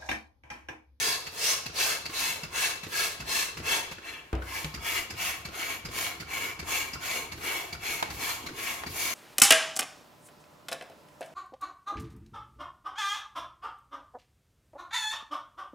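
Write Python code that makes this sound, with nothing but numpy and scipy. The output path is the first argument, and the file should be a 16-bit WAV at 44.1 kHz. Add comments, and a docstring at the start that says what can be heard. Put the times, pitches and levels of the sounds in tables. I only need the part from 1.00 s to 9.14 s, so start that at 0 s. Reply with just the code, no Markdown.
"""Hand pump filling a balloon

A double-action hand pump fills a latex balloon over a table, close by in a small room. Each stroke rushes
air through the nozzle as shaped noise and sounds the hollows of the pump as resonances; around the turns a flap
valve chuffs and the piston knocks, and the balloon shakes. Midway the pumping slackens and the balloon flops
onto the table with a boom of decaying modes. Whistles, leaks, latex snaps and rubber drags come between."""
import sys
import numpy as np
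from scipy import signal
from scipy.fft import rfft, irfft, next_fast_len
from scipy.io import wavfile
from scipy.ndimage import uniform_filter1d, map_coordinates

SR = 44100
rng = np.random.default_rng(int(sys.argv[2]) if len(sys.argv) > 2 else 0)


def dump(signal):
    """Clip the signal to [-1, 1] and save it as 16-bit WAV at the path in sys.argv[1]."""
    limited = np.clip(np.atleast_2d(signal).T, -1, 1)
    pcm = np.round(limited * 32767).astype(np.int16)
    wavfile.write(sys.argv[1], SR, pcm)


N = 358974
SIZE = next_fast_len(N + SR // 2)
HZ = np.fft.rfftfreq(SIZE, 1 / SR)
TIME = np.arange(N) / SR

# Flap valve at the turns of the pump. Each row: time in seconds, chirp pitch in Hz,
# then relative levels in dB of the chirp, the thud and the sway of the balloon.
VALVE_TURNS = [(0.2627, 4480, -39.5, -54, -65), (0.6568, 4500, -41, -41, -53),
               (1.0532, 4520, -34.5, -47, -53), (1.4307, 5000, -42, -41, -48),
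               (1.8294, 4060, -45, -41, -51), (2.1982, 4790, -46, -38.5, -47),
               (2.5689, 5220, -50, -42, -44.5), (2.911, 4280, -49, -41, -56),
               (3.7388, 4850, -39.5, -39, -43), (4.0998, 5000, -41.5, -40, -49),
               (4.448, 4350, -40, -40, -48.5), (4.849, 4950, -40, -38, -46), (5.1986, 4600, -41, -40, -50),
               (5.5898, 4720, -41, -39, -48), (5.9317, 4960, -38, -42, -49),
               (6.3165, 4400, -43, -41, -46.5), (6.7243, 4560, -38.5, -43.5, -49),
               (7.0976, 4570, -46, -39, -44), (7.4605, 4160, -42, -47, -52), (7.8615, 4640, -40, -37, -49)]


def amp(db):
    """Level law: decibels to amplitude gain."""
    return 10 ** (np.asarray(db) / 20)


def unit(x):
    """Normalization: x scaled to rms 1."""
    return x / np.sqrt(np.mean(x ** 2) + 1e-20)


def along(points, hz=HZ):
    """Interpolation of (Hz, value) points on a logarithmic frequency axis."""
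    f, v = np.transpose(points)
    return np.interp(np.log(hz + 1), np.log(f), v)


def wobble(rate):
    """Slow random modulation: a smooth curve through random knots, rate of them a second."""
    knots = rng.standard_normal(int(N * rate / SR) + 4)
    return map_coordinates(knots, [TIME * rate])


def filtered(x, response):
    """Linear filtering: the spectrum of x times a response on the HZ grid."""
    return irfft(rfft(x, SIZE) * response, SIZE)[..., :N]


def resonance(hz, width_hz, f=HZ):
    """Frequency response of one damped resonance, 1 at its centre."""
    return 1j * f * width_hz / (hz * hz - f * f + 1j * f * width_hz)


def white():
    """White noise: independent complex Gaussian values at all frequencies."""
    return rng.standard_normal(2 * len(HZ)).view(complex)


def spread(colour):
    """Interaural coherence: mixing mid and side noise sets the left-right likeness at each frequency."""
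    # Each row: frequency in Hz, left-right correlation.
    likeness = [(200, 0.96), (420, 1), (620, 0.24), (1400, -0.065), (2500, 0.74), (5000, 0.17),
                (12000, 0.013)]
    turn = np.arccos(np.clip(along(likeness), -1, 1)) / 2
    mid = np.cos(turn) * white()
    side = np.sin(turn) * white()
    return amp(along(colour)) * np.array([mid + side, mid - side])


def noise(colour):
    """Spectral shaping: stereo noise of rms 1 with the given colour."""
    return unit(irfft(spread(colour), SIZE)[:, :N])


def burst(rise, t60):
    """Transient envelope: a swell and an exponential decay, times in seconds, peak 1."""
    t = TIME[:SR // 3]
    shape = (1 - np.exp(-(t / rise) ** 2)) * amp(-60 * t / t60)
    return shape / shape.max()


def ringing(hz, width_hz, envelope):
    """Resonant filtering: stereo noise in one resonance, brought to rms 1 and put under an envelope."""
    n = len(envelope)
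    response = resonance(hz, width_hz, np.fft.rfftfreq(n, 1 / SR))
    spectrum = rfft(rng.standard_normal((2, n))) * response
    return unit(irfft(spectrum, n)) * envelope


def add(track, s, sound):
    """Superposition: lays a sound into a track at s seconds."""
    start = max(round(s * SR), 0)
    part = track[..., start:start + sound.shape[-1]]
    part += sound[..., :part.shape[-1]]


def tautness(t):
    """Stretching of the membrane: 0 slack, 1 taut, rising linearly between."""
    start_s, length_s = 2.76, 0.91
    return np.clip((t - start_s) / length_s, 0, 1)


def pumping():
    """Flow envelope: each stroke speeds up, holds and dies away, and the stronger stroke dominates.

    Per sample: change from full flow, level, sharpness, fullness (dB), pulling (0 to 1)."""
    # Each row: start of full speed, attack and hold in seconds, release in dB per second,
    # then air flow, jet sharpness and fullness as relative levels in dB.
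    piston_strokes = [(0.048, 0.14, 0.035, 163, -34, -2, -8.5), (0.48, 0.16, 0.017, 203, -34, 0, -8.5),
                      (0.816, 0.088, 0.076, 195, -34, -1.5, -9.0),
                      (1.22, 0.13, 0.051, 156, -35, -2.5, -8.5), (1.605, 0.1, 0.043, 196, -32, -4, -10),
                      (1.993, 0.11, 0.038, 182, -32.5, -3.5, -10), (2.343, 0.1, 0.056, 202, -33, -3.5, -10),
                      (2.714, 0.095, 0.02, 179, -30.5, -7, -9),
                      (3.085, 0.087, 0.0041, 139, -41.5, -15, -9.0),
                      (3.568, 0.15, 0.024, 156, -41, -6.0, -5),
                      (3.901, 0.11, 0.068, 257, -32.0, -8.5, -11.5),
                      (4.244, 0.099, 0.02, 176, -32, -7, -11), (4.601, 0.11, 0.12, 264, -37.5, -9, -8),
                      (5.001, 0.11, 0.031, 189, -34.5, -5.5, -8.0),
                      (5.356, 0.1, 0.097, 235, -36, -9.5, -9.0),
                      (5.732, 0.096, 0.024, 146, -33, -5.5, -8.5),
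                      (6.079, 0.099, 0.082, 186, -35.5, -7.0, -8),
                      (6.472, 0.095, 0.071, 113, -38.5, -4.5, -4.5),
                      (6.886, 0.098, 0.035, 126, -35.0, -8, -10),
                      (7.249, 0.11, 0.036, 141, -37, -3.5, -5.5),
                      (7.638, 0.13, 0.066, 137, -38.5, -5.5, -6.5), (8.021, 0.13, 0.021, 88, -36.5, -1, -6)]
    attack_depth_db, ease_s = 26.5, 0.044  # climb within one attack time; easing into the release
    start, attack, hold, release, level_db, sharp_db, full_db = np.transpose(piston_strokes)[:, :, None]
    t = TIME[::SR // 1000]
    early = np.maximum(start - t, 0)
    late = np.maximum(t - start - hold, 0)
    drop_db = -attack_depth_db * (early / attack) ** 2 - release * (np.hypot(late, ease_s) - ease_s)
    share = amp(level_db + drop_db) ** 2
    share /= share.sum(0)  # one stroke hands over to the next
    pulling = np.arange(len(piston_strokes))[:, None] % 2 == 0
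    curves = drop_db, level_db, sharp_db, full_db, pulling
    return [np.interp(TIME, t, (share * curve).sum(0)) for curve in curves]


def turbulence(state):
    """Jet noise exciting cavity resonances: low rush, mid rush, hiss and tone, slack (0) or taut (1)."""
    # Broad rush of the nozzle. Each row: frequency in Hz, relative level in dB for the
    # slack and for the taut balloon.
    nozzle_rush = [(176, -14, -22), (322, -10.5, -12), (445, -2.5, -12.5), (660, -10, -19.5),
                   (970, -5.5, -12), (1600, -10.5, -17), (2500, -6, -10), (3670, -12, -18.5),
                   (5000, -14, -23), (7170, -21, -22), (8000, -21, -30), (12300, -22.5, -24.5),
                   (13800, -26.5, -29.5), (15500, -32, -35)]
    # Air resonances of barrel and neck. Each row: frequency and width in Hz, relative level in dB
    # slack and taut, left-over-right level in dB, phase lead of the left in radians.
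    air_modes = [(703, 83, -6, -10, 4.5, 1), (770, 230, -17, -39, 5, -0.86), (908, 48, -6, -12.5, -9, 0.8),
                 (1072, 24, -1.5, -4.5, -9, -0.1), (1252, 46, -7, -11, 10.5, -1),
                 (1380, 95, -9, -18, -15.5, -0.1), (1478, 57, -10.5, -11.5, -11, -3.5),
                 (1641, 17, 1.5, -6.5, 7, -0.7), (1738, 64, 2, -6.5, -2, 2), (1867, 46, -8.5, -7.5, 7, -1),
                 (2053, 67, -4.5, -7, 5, 1), (2223, 66, -0.3, 1.6, -0.5, 0.13), (2330, 33, -49, 3.5, 1, -5),
                 (2668, 42, 5.5, -3.5, 4, 0.8), (2817, 73, -45, -5.5, 6, 0.2), (3082, 16, -1.5, -3, -6, 2),
                 (3370, 19, -3.5, -9, -11.5, -2), (3363, 145, -4, -8.5, 2.5, -1),
                 (3966, 64, -11, -30.0, 17, 0.6), (4168, 42, -1, -8.5, 8.5, 1.4),
                 (4400, 250, -14.5, -24.5, -19.5, -0.5), (4630, 100, -23, -15.5, 0, -0.9),
                 (5110, 25, -0.5, -7.5, 7.5, 1.77), (5880, 90, -5.5, -17.5, -3, -0.5),
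                 (6490, 115, -7.5, -18, 11.5, -1), (6890, 360, -9.5, -19, 4.5, -1.5)]
    jet = spread([(row[0], row[1 + state]) for row in nozzle_rush])
    tone = np.zeros_like(jet)
    for hz, width_hz, *levels, left_db, lead in air_modes:
        ears = amp([[left_db / 2], [-left_db / 2]]) * np.exp([[.5j * lead], [-.5j * lead]])
        tone += ears * (amp(levels[state]) * resonance(hz, width_hz) * white())
    both = jet + tone
    low = 1 / (1 + (HZ / 1400) ** 6)
    high = 1 - 1 / (1 + (HZ / 5200) ** 4)

    def band_rms(from_hz, to_hz):
        """Band level: rms of the combined sound between two frequencies."""
        return np.std(irfft(both.mean(0) * (HZ > from_hz) * (HZ < to_hz), SIZE))

    low_rms, mid_rms, high_rms = band_rms(450, 1400), band_rms(1500, 3600), band_rms(7000, 15000)
    low_rush = both * low / low_rms
    mid_rush = jet * (1 - low - high) / mid_rms
    hiss = jet * high / high_rms
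    hollow = tone * (1 - low) / mid_rms
    return irfft(np.array([low_rush, mid_rush, hiss, hollow]), SIZE)[..., :N]


def shifting(x, depth_db):
    """Time-varying filtering: the colour of the rush varies at random in narrow, short patches."""
    z = signal.stft(x, nperseg=1024)[2]
    field = rng.standard_normal(z.shape[1:])
    field = uniform_filter1d(field, size=3, axis=0)
    field = uniform_filter1d(field, size=14, axis=1)
    return signal.istft(z * amp(depth_db * unit(field)), nperseg=1024)[1][:, :N]


def air():
    """Jet and cavity: a gentle flow sounds the hollows, a sharp jet buries them in hiss."""
    low_db, mid_db, hiss_db, tone_db, slit_db = -0.15, 0, 1.5, -0.43, -16  # balance of the layers
    low_grows, hiss_grows, tone_grows = 0.53, 1.1, 1  # dB per dB of flow: a fast jet is brighter
    mid_per_sharp, tone_per_sharp = 0.72, -0.073  # dB per dB: a sharp jet trades tone for hiss
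    tone_knee_db = 12  # flow drop that costs the hollows one more dB, growing as its square
    upper_hz, upper_per_sharp, upper_slack_db, upper_taut_db = 3550, 0.82, 2.5, 6
    drop_db, level_db, sharp_db, full_db, pulling = pumping()
    taut = tautness(TIME)
    low, mid, hiss, tone = np.sqrt(1 - taut) * turbulence(0) + np.sqrt(taut) * turbulence(1)
    rush = low * amp(low_db + full_db + low_grows * drop_db)
    rush += mid * amp(mid_db + mid_per_sharp * sharp_db + drop_db - 1.5 * pulling * taut)
    rush += hiss * amp(hiss_db + sharp_db + hiss_grows * drop_db)
    upper = filtered(tone, 1 - 1 / (1 + (HZ / upper_hz) ** 20))  # the high hollows need a sharp jet
    upper_db = upper_per_sharp * sharp_db + upper_slack_db + (upper_taut_db - upper_slack_db) * taut
    tone = tone - upper + upper * amp(upper_db)
    hollow_db = tone_db + tone_per_sharp * sharp_db + tone_grows * drop_db
    hollow = tone * amp(hollow_db - (drop_db / tone_knee_db) ** 2 + 1.6 * wobble(35))
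    # the return port adds a thin hiss
    slit = pulling * taut * amp(slit_db + drop_db) * ringing(6600, 330, np.ones(N))
    rasp = amp(0.59 * wobble(70) + 0.61 * wobble(450))  # the jet flutters in the rubber neck
    return shifting(amp(level_db) * rasp * (rush + hollow + slit), depth_db=2.5)


def whistles():
    """Frequency shifting: the slack neck pinches the jet into narrow noise around a gliding pitch."""
    # Each row: start and length in seconds, first and last pitch in Hz,
    # twice the resonance width in Hz, relative level in dB.
    neck_whistles = [(0, 0.18, 5000, 4390, 1200, -33), (0.381, 0.21, 5000, 5860, 1300, -33.5),
                     (0.451, .052, 5870, 5860, 160, -30), (0.491, 0.043, 6040, 6550, 700, -30.5),
                     (0.753, 0.11, 4490, 4240, 1310, -32.5), (1.141, 0.072, 4170, 3940, 500, -35.5)]
    out = np.zeros((2, N))
    for s, length, from_hz, to_hz, double_width_hz, db in neck_whistles:
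        u = np.linspace(0, 1, int(length * SR))
        swell = np.sqrt(np.abs(np.sin(np.pi * u)))
        glide = np.exp(2j * np.pi * np.cumsum((to_hz - from_hz) * u) / SR)
        narrow = signal.hilbert(ringing(from_hz, double_width_hz / 2, swell))
        add(out, s, amp(db) * (narrow * glide).real)
    return out


def sway():
    """Forced vibration: the held balloon rumbles with the arm's effort, and each turn shakes and bumps it."""
    # Rumble colour. Each row: frequency in Hz, relative level in dB.
    rumble_colour = [(20, -32), (40, -13), (62, -1), (95, 2.5), (125, -7.5), (155, -2), (210, -16.5),
                     (280, -12.5), (325, -9.5), (380, -13.5), (520, -23), (1200, -58)]
    hold_slack_db, hold_taut_db, hold_grows = -61.5, -56.5, 0.55  # hold_grows: dB per dB of air flow
    lag_s, swell_s, swing_t60_s = 0.0222, 0.044, 0.36  # the balloon swings just after each turn
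    shake_db, jolt_db = 0.5, 1.5  # a sway is part rumble, part soft bump
    jolt_hz, jolt_scatter, jolt_t60_s = 81.7, 0.17, .13  # scatter of the log pitch
    _, level_db, *_ = pumping()
    hold_db = hold_slack_db + (hold_taut_db - hold_slack_db) * tautness(TIME)
    power = amp(hold_db + hold_grows * (level_db - level_db.mean())) ** 2
    swing, jolt, bumps = burst(swell_s, swing_t60_s), burst(0.014, jolt_t60_s), np.zeros(N)
    for s, *_, sway_db in VALVE_TURNS:
        hz = jolt_hz * np.exp(jolt_scatter * rng.standard_normal())
        bump = jolt * np.sin(2 * np.pi * hz * TIME[:len(jolt)])
        add(power, s + lag_s - swell_s, (amp(sway_db + shake_db) * swing) ** 2)
        add(bumps, s + lag_s, amp(sway_db + jolt_db) * bump)
    return np.sqrt(power) * noise(rumble_colour) + bumps


def room(x):
    """Reverberation: convolution with a diffuse noise tail whose decay depends on frequency."""
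    # Each row: frequency in Hz, reverberation time t60 in seconds.
    decay_times = [(100, 0.38), (1000, 0.54), (4000, 0.85), (15000, 0.19)]
    hz, t, z = signal.stft(rng.standard_normal((2, SR // 2)), SR, nperseg=256)
    decay = amp(-60 * t / along(decay_times, hz)[:, None])
    tail = signal.istft(z * decay, SR, nperseg=256)[1]
    delayed = np.pad(tail, ((0, 0), (200, 0)))  # delay in samples
    return signal.fftconvolve(x, delayed / np.linalg.norm(tail[0]), axes=1)[:, :N]


def valves():
    """Impulsive flow: the flap lets a puff through, chirps as it seats and thuds down the barrel."""
    # Puff colour. Each row: frequency in Hz, relative level in dB.
    puff_colour = [(150, -2.5), (550, -1), (1100, 4.5), (1900, 3.5), (2260, 7.5), (2480, -7), (2700, 8),
                   (3000, -5), (3800, -1.5), (6900, -1.5), (8500, -12.5), (12000, -5.5), (16000, -22)]
    puff_db, note_db = -38.5, -44  # at every turn: the puff and the note it sounds in the barrel
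    slack_note_hz, taut_note_hz = 2635, 2280
    opening_s = .009
    out, puffs, t = np.zeros((2, N)), np.zeros(N), TIME[:SR // 3]
    falling_hz = 95 + 140 * np.exp(-t / 0.015)
    thud = np.sin(2 * np.pi * np.cumsum(falling_hz) / SR) * burst(0.0036, 0.079)
    for s, hz, chirp_db, thud_db, _ in VALVE_TURNS:
        lift = s - opening_s / 4  # the soft flap starts to lift before the air breaks through
        note_hz = slack_note_hz + (taut_note_hz - slack_note_hz) * tautness(s)
        add(out, lift, amp(chirp_db) * ringing(hz, 250, burst(opening_s, 0.063)))
        add(out, lift, amp(note_db) * ringing(note_hz, 96, burst(opening_s, 0.091)))
        add(out, s, amp(thud_db) * thud)
        add(puffs, lift, amp(puff_db) * burst(opening_s, 0.095))
    flutter = amp(0.99 * wobble(220))
    return flutter * (out + puffs * noise(puff_colour))


def leaks():
    """Leakage flow: air slips past the seal with a thin hiss while the pressure builds."""
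    # Leaks at the start of a push. Each row: time of the peak in seconds, relative level in dB.
    seal_leaks = [(.34, -50), (1.13, -48), (1.902, -50.5), (3.45, -56), (6.39, -52), (7.15, -44),
                  (7.92, -44)]
    # Leak colour. Each row: frequency in Hz, relative level in dB.
    leak_colour = [(1000, -20), (4000, 0), (7000, -4), (9000, -6), (11500, 1), (15500, -7)]
    half_length_s = 0.034  # to 1/e of the peak
    swell = sum(amp(db) * np.exp(-((TIME - s) / half_length_s) ** 2) for s, db in seal_leaks)
    return swell * noise(leak_colour)


def knocks():
    """Impact and friction: the piston takes up its play with a dull plastic knock and a squeak of the seal."""
    # Each row: time in seconds, relative levels in dB of the knock and the squeak.
    piston_knocks = [(.325, -51.5, -66), (0.694, -46.5, -47), (1.094, -38, -51), (1.45, -61, -47),
                     (1.863, -37, -56), (2.223, -46, -46), (2.598, -39.5, -48), (2.981, -47, -42.5),
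                     (3.418, -46, -38), (3.773, -48, -40), (4.134, -42, -52), (4.484, -41.5, -45),
                     (4.884, -40, -52), (5.223, -48, -42), (5.624, -41, -46), (5.954, -45, -40.5),
                     (6.374, -43, -50), (6.747, -54.5, -42), (7.143, -44, -56), (7.486, -38, -42),
                     (7.892, -45, -58)]
    # Knock colour. Each row: frequency in Hz, relative level in dB.
    knock_colour = [(100, -9), (300, 4), (450, -2), (570, -5), (1000, -18), (1380, -13), (1700, -10),
                    (2300, -11), (5000, -15), (15000, -38)]
    squeak_hz, squeak_scatter = 1413, 0.026  # scatter of the log pitch from turn to turn
    blows, squeaks, shape = np.zeros(N), np.zeros((2, N)), burst(0.0033, 0.072)
    for s, knock_db, squeak_db in piston_knocks:
        hz = squeak_hz * np.exp(squeak_scatter * rng.standard_normal())
        add(blows, s, amp(knock_db) * shape)
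        add(squeaks, s, amp(squeak_db) * ringing(hz, 110, shape))
    return blows * noise(knock_colour) + squeaks


def snaps():
    """Sudden release: latex slips off a fingertip or the table; soft rubber has little top."""
    # Each row: time in seconds, relative level in dB, centre and width in Hz, t60 in seconds.
    latex_snaps = [(3.329, -32, 1100, 1040, 0.031), (3.3516, -38, 2200, 1490, 0.027),
                   (3.645, -27, 2450, 2000, 0.041), (4.627, -25.5, 2250, 400, 0.054),
                   (5.066, -26, 2280, 500, 0.033), (6.443, -34, 1200, 700, 0.049),
                   (7.0261, -18.5, 840, 497, 0.041), (7.0262, -25, 2580, 2500, 0.035),
                   (7.836, -29, 1030, 700, 0.042)]
    soft_hz = 5500
    out = np.zeros((2, N))
    for s, db, hz, width_hz, t60 in latex_snaps:
        add(out, s, amp(db) * ringing(hz, width_hz, burst(0.00018, t60)))
    return filtered(out, 1 / (1 + 1j * HZ / soft_hz))


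def balloon():
    """Membrane modes: the balloon slaps and booms like a drum on landing; it also sways and later drags."""
    # Balloon meets table. Each row: time in seconds, relative level in dB, boost of the
    # skin note in dB, share of the free ring time.
    landings = [(3.329, -28.5, -19, 1), (3.645, -40, 16, .45)]
    # Modes of the boom. Each row: frequency in Hz, relative level in dB, free t60 in seconds.
    boom_modes = [(62.6, 5.5, 0.44), (92.6, -9.5, 0.96), (153, -6.5, 0.48), (327, -1.5, 0.29),
                  (431, -3, .17), (655, -14, 0.22), (760, -15, 0.32), (1225, -15, .2)]
    # Skin on table. Each row: frequency in Hz, relative level in dB.
    slap_colour = [(25, -34), (55, -16), (110, -2), (200, -2.5), (300, 1), (430, -4), (540, 1), (750, -4),
                   (1200, -8), (3000, -19), (9000, -63)]
    # Rubber drags on the table. Each row: time of the peak in seconds, relative level in dB.
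    table_drags = [(7.06, -50), (7.45, -46), (7.52, -49), (7.88, -49)]
    # Drag colour. Each row: frequency in Hz, relative level in dB.
    drag_colour = [(40, -12), (100, 3), (170, -9), (330, 3), (430, -7), (600, -21), (1000, -16),
                   (3000, -31)]
    drag_half_s = 0.049  # to 1/e of the peak
    booms, slaps, t = np.zeros(N), np.zeros(N), TIME[:SR]
    onset = 1 - np.exp(-t / 0.0027)
    for s, db, skin_db, free in landings:
        add(slaps, s, amp(db - 6.5) * burst(0.0009, 0.5 * free))
        for k, (hz, level, t60) in enumerate(boom_modes):
            tone = np.sin(2 * np.pi * (hz * t + rng.random()))
            ring = tone * amp(-60 * t / (t60 * free)) * onset
            add(booms, s, amp(db + level + skin_db * (k == 2)) * ring)  # the third mode is the skin note
    drags = sum(amp(db) * np.exp(-((TIME - s) / drag_half_s) ** 2) for s, db in table_drags)
    total = booms + slaps * noise(slap_colour) + drags * noise(drag_colour) + sway()
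    return total * amp([[.5], [-.5]])  # left slightly louder, in dB


def scene():
    """Superposition of direct sound, room reply and quiet room air."""
    # Room air. Each row: frequency in Hz, relative level in dB.
    quiet_colour = [(20, -22), (60, 0.5), (150, -7), (1100, -8.5), (2500, -11), (5000, -19), (16000, -26)]
    strokes = air() * amp([[.3], [-.3]]) + leaks()  # air slightly louder on the left, in dB
    small = valves() + knocks() + snaps() + whistles()
    quiet = amp(-59) * noise(quiet_colour)
    reply = room(amp(-12.5) * strokes + amp(-9.5) * small)
    return strokes + small + reply + balloon() + quiet


def record(dry):
    """Band limitation: nothing above the top frequency passes."""
    top_hz = 15850
    return filtered(dry, HZ < top_hz)


dry = scene()
out = record(dry)
dump(out)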